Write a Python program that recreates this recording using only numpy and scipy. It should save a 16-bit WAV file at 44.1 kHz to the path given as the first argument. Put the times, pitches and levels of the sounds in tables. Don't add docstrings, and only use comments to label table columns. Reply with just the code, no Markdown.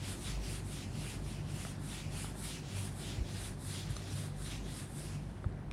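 import sys
import numpy as np
from scipy import signal
from scipy.fft import rfft, irfft, next_fast_len
from scipy.io import wavfile
from scipy.ndimage import uniform_filter1d

SR = 44100
rng = np.random.default_rng(int(sys.argv[2]) if len(sys.argv) > 2 else 0)


def convert_level_to_amplitude(level_db):
    exponent = np.asarray(level_db, float) / 20
    return 10 ** exponent


def bounce(signal):
    frames = np.transpose(np.atleast_2d(signal))
    limited = np.clip(frames, -1, 1)
    pcm = np.round(limited * 32767).astype(np.int16)
    wavfile.write(sys.argv[1], SR, pcm)


N = 252291


def evened(x):
    return x / np.sqrt(np.mean(x ** 2) + 1e-20)


def read(points, hz):
    f, value = np.transpose(points)
    return np.interp(np.log(hz + 1), np.log(f + 1), value)


def coloured(x, spectrum):
    size = next_fast_len(len(x))
    gain = convert_level_to_amplitude(read(spectrum, np.fft.rfftfreq(size, 1 / SR)))
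    return evened(irfft(rfft(x, size) * gain, size)[:len(x)])


def resonate(x, hz, width):
    turn = np.exp(2j * np.pi * np.cumsum(hz * np.ones(len(x))) / SR)
    r = np.exp(-np.pi * abs(width) / SR)
    return 2 * (turn * signal.lfilter([1 - r], [1, -r], x / turn)).real


def resonate_twice(x, hz, width):
    return resonate(resonate(x, hz, width), hz, width)


def patchy(x, patchy_db, bins, frames):
    z = signal.stft(x, nperseg=256)[2]
    field = rng.standard_normal(z.shape[::-1]).T
    field = evened(uniform_filter1d(uniform_filter1d(field, bins, axis=0), frames, axis=1))
    return evened(signal.istft(z * convert_level_to_amplitude(patchy_db * field), nperseg=256)[1][:N])


def add(mix, s, sound):
    part = mix[round(s * SR):][:len(sound)]
    part += sound[:len(part)]


# (frequency [Hz], width [Hz], level [dB])
LOW_ORDERS = [(50.13, 8.1, -49), (97.26, 4.3, -50.5), (147.8, 8.1, -52)]
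# (frequency [Hz], width [Hz], level [dB])
HIGH_ORDERS = [(195.1, 9.4, -58.5), (385.5, 10, -70), (743, 18, -79)]
# (time [s], length [s], gain of first [dB], of second [dB], of third [dB])
GUSTS = [(.09, 0.1, -2, 13.5, 4), (0.357, 0.13, 10, -11, -1), (0.817, .12, 4.5, 7.5, -10),
         (0.96, 0.082, 6, 3, 10), (1.526, 0.16, -3, 4.5, 1), (2.55, 0.087, -3, -4, 0),
         (2.78, 0.093, -2, 8.5, -1), (3.5, .2, -1.5, 4.5, -4), (3.91, 0.072, 8, -2, 4.5),
         (4.182, 0.14, -21, 8, 4.5), (4.448, .2, 3.5, -4.5, 3), (4.996, 0.17, -0.5, 1.5, 2.5)]
# (time [s], level [dB])
FAN_LOAD = [(0.0, -46.5), (0.37, -46), (0.72, -47), (1.03, -46), (1.78, -47), (1.89, -47), (2.15, -45.5),
            (2.55, -47.5), (2.93, -45), (3.15, -44.5), (3.47, -48), (4.41, -46), (4.72, -47), (5.11, -49),
            (5.72, -49)]
# (frequency [Hz], density [dB per Hz])
RUMBLE_SPECTRUM = [(15, -48), (25, -9.5), (65, -5), (128, -1), (380, -13.5), (454, -20), (738, -20.5),
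                   (1200, -28.5), (1560, -52), (2640, -120)]
# (frequency [Hz], density [dB per Hz])
AIR_SPECTRUM = [(590, 15), (1000, -4), (1440, -2), (1560, 6), (3570, 0.5), (5850, -6), (9680, -17.5),
                (11900, -37), (15500, -44)]


def fan():
    t = np.arange(N) / SR
    s, db = np.transpose(FAN_LOAD)
    load = convert_level_to_amplitude(0.59 * (np.interp(t, s, db) - np.mean(db)))
    s, length, *gains_db = np.transpose(GUSTS)
    coarse_t = t[::100]
    bell = np.exp(-((coarse_t[:, None] - s) / length) ** 2)
    orders = []
    for (hz, width, db), gain_db in zip(LOW_ORDERS, gains_db):
        orders.append((hz, width, db + np.interp(t, coarse_t, bell @ gain_db)))
    waver = 1 + 0.0061 * evened(uniform_filter1d(rng.standard_normal(N), size=9000))
    hum = np.zeros(N)
    for hz, width, db in [*orders, *HIGH_ORDERS]:
        steady = np.sqrt(2) * np.sin(2 * np.pi * (np.cumsum(hz * waver) / SR + rng.random()))
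        unsteady = evened(resonate_twice(rng.standard_normal(N), hz, width))
        hum += convert_level_to_amplitude(db) * evened(steady + 0.98 * unsteady)
    rumble = coloured(patchy(rng.standard_normal(N), patchy_db=0.87, bins=2, frames=40), RUMBLE_SPECTRUM)
    air = coloured(patchy(rng.standard_normal(N), patchy_db=1.0, bins=6, frames=20), AIR_SPECTRUM)
    return hum + load * convert_level_to_amplitude(-45.5) * rumble + convert_level_to_amplitude(-63.5) * air


# (frequency [Hz], t60 [s])
WALL_DECAY = [(500, 0.25), (2000, 0.62), (8000, 0.32)]


def room(x):
    taps = np.zeros(SR // 2)
    at = np.arange(300, len(taps) - 20, 20)
    taps[at + rng.integers(0, 20, len(at))] = rng.choice([-1., 1.], len(at))
    hz, t, z = signal.stft(taps, SR, nperseg=256)
    t60 = np.maximum(read(WALL_DECAY, hz), .05)[:, None]
    tail = signal.istft(z * convert_level_to_amplitude(-60 * t / t60), SR, nperseg=256)[1]
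    return signal.fftconvolve(x, tail / np.linalg.norm(tail))[:N]


# (time [s], peak [dB], frequency [Hz], length [cycles], below 0 pulled first)
BUMPS = [
    (3.177, -29.5, 96, 1.7),
    (3.201, -25.5, 50, 0.94),
    (3.21, -32.5, 54.3, -1.5),
    (3.8987, -28.5, 101, 1.5),
    (5.46, -23, 85.4, 1.02),
]


def bumps():
    out = np.zeros(N)
    for s, db, hz, cycles in BUMPS:
        u = np.arange(0, abs(cycles) / hz, 1 / SR)
        add(out, s, convert_level_to_amplitude(db) * np.sin(2 * np.pi * hz * u) * np.sin(np.pi * u * hz / cycles))
    return out


# (time [s], peak [dB], main ring [Hz], bright ring [Hz], bright share [dB])
TICKS = [(.375, -38, 700, 3330, -18), (1.6503, -31, 1320, 1910, -16), (1.667, -37, 720, 1500, -21),
         (1.781, -45, 860, 1500, -14), (2.198, -41, 2670, 4500, -9), (2.245, -33, 715, 1390, -7),
         (2.354, -41, 620, 1800, -8), (2.768, -40, 900, 1600, -6), (3.966, -33.5, 1200, 4050, 0),
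         (4.422, -46, 3340, 4900, -10), (4.501, -40, 2960, 4500, -14), (5.4427, -31, 1290, 1330, -16),
         (5.525, -45, 1500, 4000, -15), (5.7125, -35, 2430, 3600, -6)]


def ticks():
    out, t = np.zeros(N), np.arange(1500) / SR
    for s, db, low_hz, high_hz, bright_db in TICKS:
        t60 = 0.0075 + 3 / low_hz
        low = -np.sin(2 * np.pi * low_hz * t) - 0.82 * np.sin(2 * np.pi * 0.46 * low_hz * t)
        high = np.zeros(len(t))
        for ratio, share in [(1, 1), (1.5, 0.73), (2.7, 0.37)]:
            high += share * np.sin(2 * np.pi * min(ratio * high_hz, 9600) * t)
        edge = signal.butter(6, min(2.8 * high_hz, 10500), fs=SR, output="sos")
        high += 0.69 * signal.sosfilt(edge, rng.standard_normal(len(t)))
        attack = np.minimum(t / 0.00064, 1)
        tick = convert_level_to_amplitude(db - 60 * t / max(t60, .002)) * attack * (low + convert_level_to_amplitude(bright_db) * high)
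        add(out, s, tick)
        for wait, size in rng.random((3, 2)):
            add(out, s + .012 * (0.11 + wait), convert_level_to_amplitude(-10) * (2 * size - 1) * tick)
    return out


# (time [s], length [s], pad peak [dB], fibre hiss peak [dB],
# lean of the eraser [-1 to 1], below 0 pulled, above 0 pushed)
STROKES = [(-0.046, 0.25, -52.5, -52, 0.11), (0.149, 0.25, -51.5, -53.5, -0.08),
           (0.33, 0.32, -53, -53, 0.071), (0.602, 0.31, -55, -56.5, -0.09), (0.86, 0.37, -56, -55.5, 0.052),
           (1.176, 0.27, -60.5, -63.5, -0.0046), (1.415, 0.37, -56.5, -54.5, 0.057),
           (1.768, 0.34, -54, -56, -0.064), (2.044, 0.31, -55, -51.5, 0.067),
           (2.323, 0.31, -52, -50.5, -0.084), (2.596, 0.35, -55.5, -54, 0.12),
           (2.898, 0.34, -52.5, -56.5, -0.12), (3.185, 0.39, -56.5, -55, 0.13),
           (3.556, 0.35, -53.5, -53.5, -0.09), (3.8, 0.26, -59, -63.5, 0.093),
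           (3.885, 0.05, -72, -60, -0.0059), (3.96, 0.38, -56.5, -54.5, 0.11),
           (4.341, 0.3, -54.5, -56.5, -0.088), (4.593, 0.31, -60, -55, 0.11),
           (4.86, 0.36, -61.5, -56, -0.095)]


def stroke_progress():
    start, length = np.transpose(STROKES)[:2]
    t = np.arange(0, N, 64) / SR
    return t, np.clip((t[:, None] - start) / length, 0, 1)


def arch(peak_db, crest, shift, sharpness, turn_db, fade_db):
    lift_s = 5.24
    lean = np.transpose(STROKES)[4]
    t, u = stroke_progress()
    bent = u ** (np.log(.5) / np.log(np.clip(crest + shift * lean, .2, .8)))
    strokes = convert_level_to_amplitude(peak_db) * abs(np.sin(np.pi * bent)) ** sharpness
    turns = convert_level_to_amplitude(turn_db + fade_db * np.maximum(t - lift_s, 0))
    return np.interp(np.arange(N) / SR, t, strokes.sum(1) + turns)


GRIP_HZ = [3220, 3600, 3120, 3460, 2920, 3280, 3000, 3550, 3050, 3520, 3120, 3450, 3430, 3900, 3400, 3600,
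           3440, 3700, 3420, 3400]


def grip_hz():
    rest_hz, sag_hz, sag_power = 3200, 1500, 3.4
    lean = np.transpose(STROKES)[4]
    t, u = stroke_progress()
    hz = np.array(GRIP_HZ) - (lean < 0) * sag_hz * u ** sag_power
    speed = np.sin(np.pi * u)
    blend_hz = ((speed * hz).sum(1) + .2 * rest_hz) / (speed.sum(1) + .2)
    return np.interp(np.arange(N) / SR, t, blend_hz)


def slips(spread_db, patchy_db):
    size = convert_level_to_amplitude(spread_db * np.minimum(rng.exponential(1, N), 6))
    return patchy(size * rng.standard_normal(N), patchy_db, bins=5, frames=14)


PAD_SPECTRUM = [(1300, -32), (1900, -4.5), (2400, -1), (3100, -7), (4000, -2.5), (4800, -8.5), (6000, -40)]
SCRUB_SPECTRUM = [(3000, -30), (4200, -2), (5000, -0.5), (6200, -3), (7300, -4), (9500, -23)]
HISS_SPECTRUM = [(5000, -47), (7000, -7.5), (8500, 1), (9600, 0.5), (10800, -3.5), (12000, -10),
                 (14000, -20.5), (15800, -34)]
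RUB_SPECTRUM = [(500, -16), (900, -5.5), (1450, -1), (1900, -3), (2500, -12.5), (3300, -30.5)]
# (crest [0-1 of the stroke], crest shift [per lean], sharpness [power],
# level at the turns [dB], fade after lift-off [dB per s])
PAD_ARCH = (0.56, -0.5, 1.88, -67, -40)
SCRUB_ARCH = (0.56, -.5, 1.44, -69, -42)
HISS_ARCH = (.5, 1.0, 2.04, -69.5, -24)
CORE_ARCH = (.5, 1.3, 8.5, -99, -25)
RUB_ARCH = (0.57, 0.4, 1.6, -63.5, -4)
RASP_ARCH = (0.6, 0.3, 3.7, -94, -25)


def eraser():
    core_hz, rasp_hz = 9920, 2800
    pad_hz = grip_hz()
    pad = coloured(slips(spread_db=0.5, patchy_db=1.5), PAD_SPECTRUM)
    pad = evened(pad + 1.5 * resonate_twice(pad, pad_hz, 1350))
    scrub = coloured(slips(spread_db=1.3, patchy_db=1.5), SCRUB_SPECTRUM)
    hiss = coloured(slips(spread_db=1.2, patchy_db=1.0), HISS_SPECTRUM)
    core = evened(resonate_twice(hiss, core_hz, 2600))
    rub = coloured(slips(spread_db=3.5, patchy_db=1.5), RUB_SPECTRUM)
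    rasp = evened(resonate_twice(pad, rasp_hz, 990))

    pad_db, hiss_db = np.transpose(STROKES)[2:4]
    brighter_db = hiss_db - pad_db
    scrub_db = pad_db - 1.5 + 0.33 * brighter_db
    rub_db = pad_db - 9 + 0.87 * brighter_db
    rasp_db = pad_db - 11 - 20 * abs(np.array(GRIP_HZ) - rasp_hz) / 1000

    mix = arch(pad_db, *PAD_ARCH) * pad
    mix += arch(scrub_db, *SCRUB_ARCH) * scrub
    mix += arch(hiss_db, *HISS_ARCH) * hiss
    mix += arch(hiss_db - 12.5, *CORE_ARCH) * core
    mix += arch(rub_db, *RUB_ARCH) * rub
    mix += arch(rasp_db, *RASP_ARCH) * rasp
    unevenness = uniform_filter1d(uniform_filter1d(rng.standard_normal(N), size=1300), size=900)
    judder = convert_level_to_amplitude(0.8 * evened(unevenness))
    return judder * mix


def scene():
    board = eraser() + ticks() + bumps()
    return np.tile(board + convert_level_to_amplitude(-23) * room(board) + fan(), (2, 1))


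def top_cut(x):
    return signal.sosfilt(signal.butter(12, 15640, fs=SR, output="sos"), x)


# (time [s], low edge [Hz], high edge [Hz])
WIDE_BANDS = [(.285, 8200, 9800), (.31, 9000, 11200), (.31, 4600, 6500), (.75, 8200, 9800),
              (.75, 11000, 12500), (1.565, 4700, 9800), (1.565, 11000, 12600), (2.84, 11000, 12500),
              (3.7, 5100, 7000), (3.97, 4700, 9000), (4.165, 4200, 7000), (4.165, 11000, 12500),
              (4.49, 6200, 8400), (4.49, 8900, 10500)]


def record(dry):
    bass_cut = signal.butter(2, 35.5, "high", fs=SR, output="sos")
    hz, t, z = signal.stft(signal.sosfilt(bass_cut, dry[0]), SR, nperseg=1024)
    power = abs(z) ** 2
    power_db = 10 * np.log10(uniform_filter1d(power, size=3, axis=0) + 1e-20)
    side = convert_level_to_amplitude(14) * abs(z) * (power_db < -107) * (hz[:, None] > 4000)

    around = uniform_filter1d(uniform_filter1d(power, size=9, axis=0), size=5, axis=1)
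    faint_db = 10 * np.log10(around + 1e-20)
    luck = rng.random((len(t) // 3 + 1, len(hz) // 4 + 1)).T
    luck = np.kron(luck, np.ones((4, 3)))[:len(hz), :len(t)]
    loss = np.clip((-93 - faint_db) / 30, 0, .65) * (hz[:, None] > 7000)
    z = z * (luck > loss)

    for s, low_hz, high_hz in WIDE_BANDS:
        band = (hz > low_hz) & (hz < high_hz)
        side[band] += abs(z[band]) * (abs(t - s) < .013) * 0.76
    side = side * np.exp(2j * np.pi * rng.random(z.shape[::-1]).T)
    mix = signal.istft([z + side, z - side], SR, nperseg=1024)[1][:, :N]
    return top_cut(mix)


dry = scene()
out = record(dry)
bounce(out)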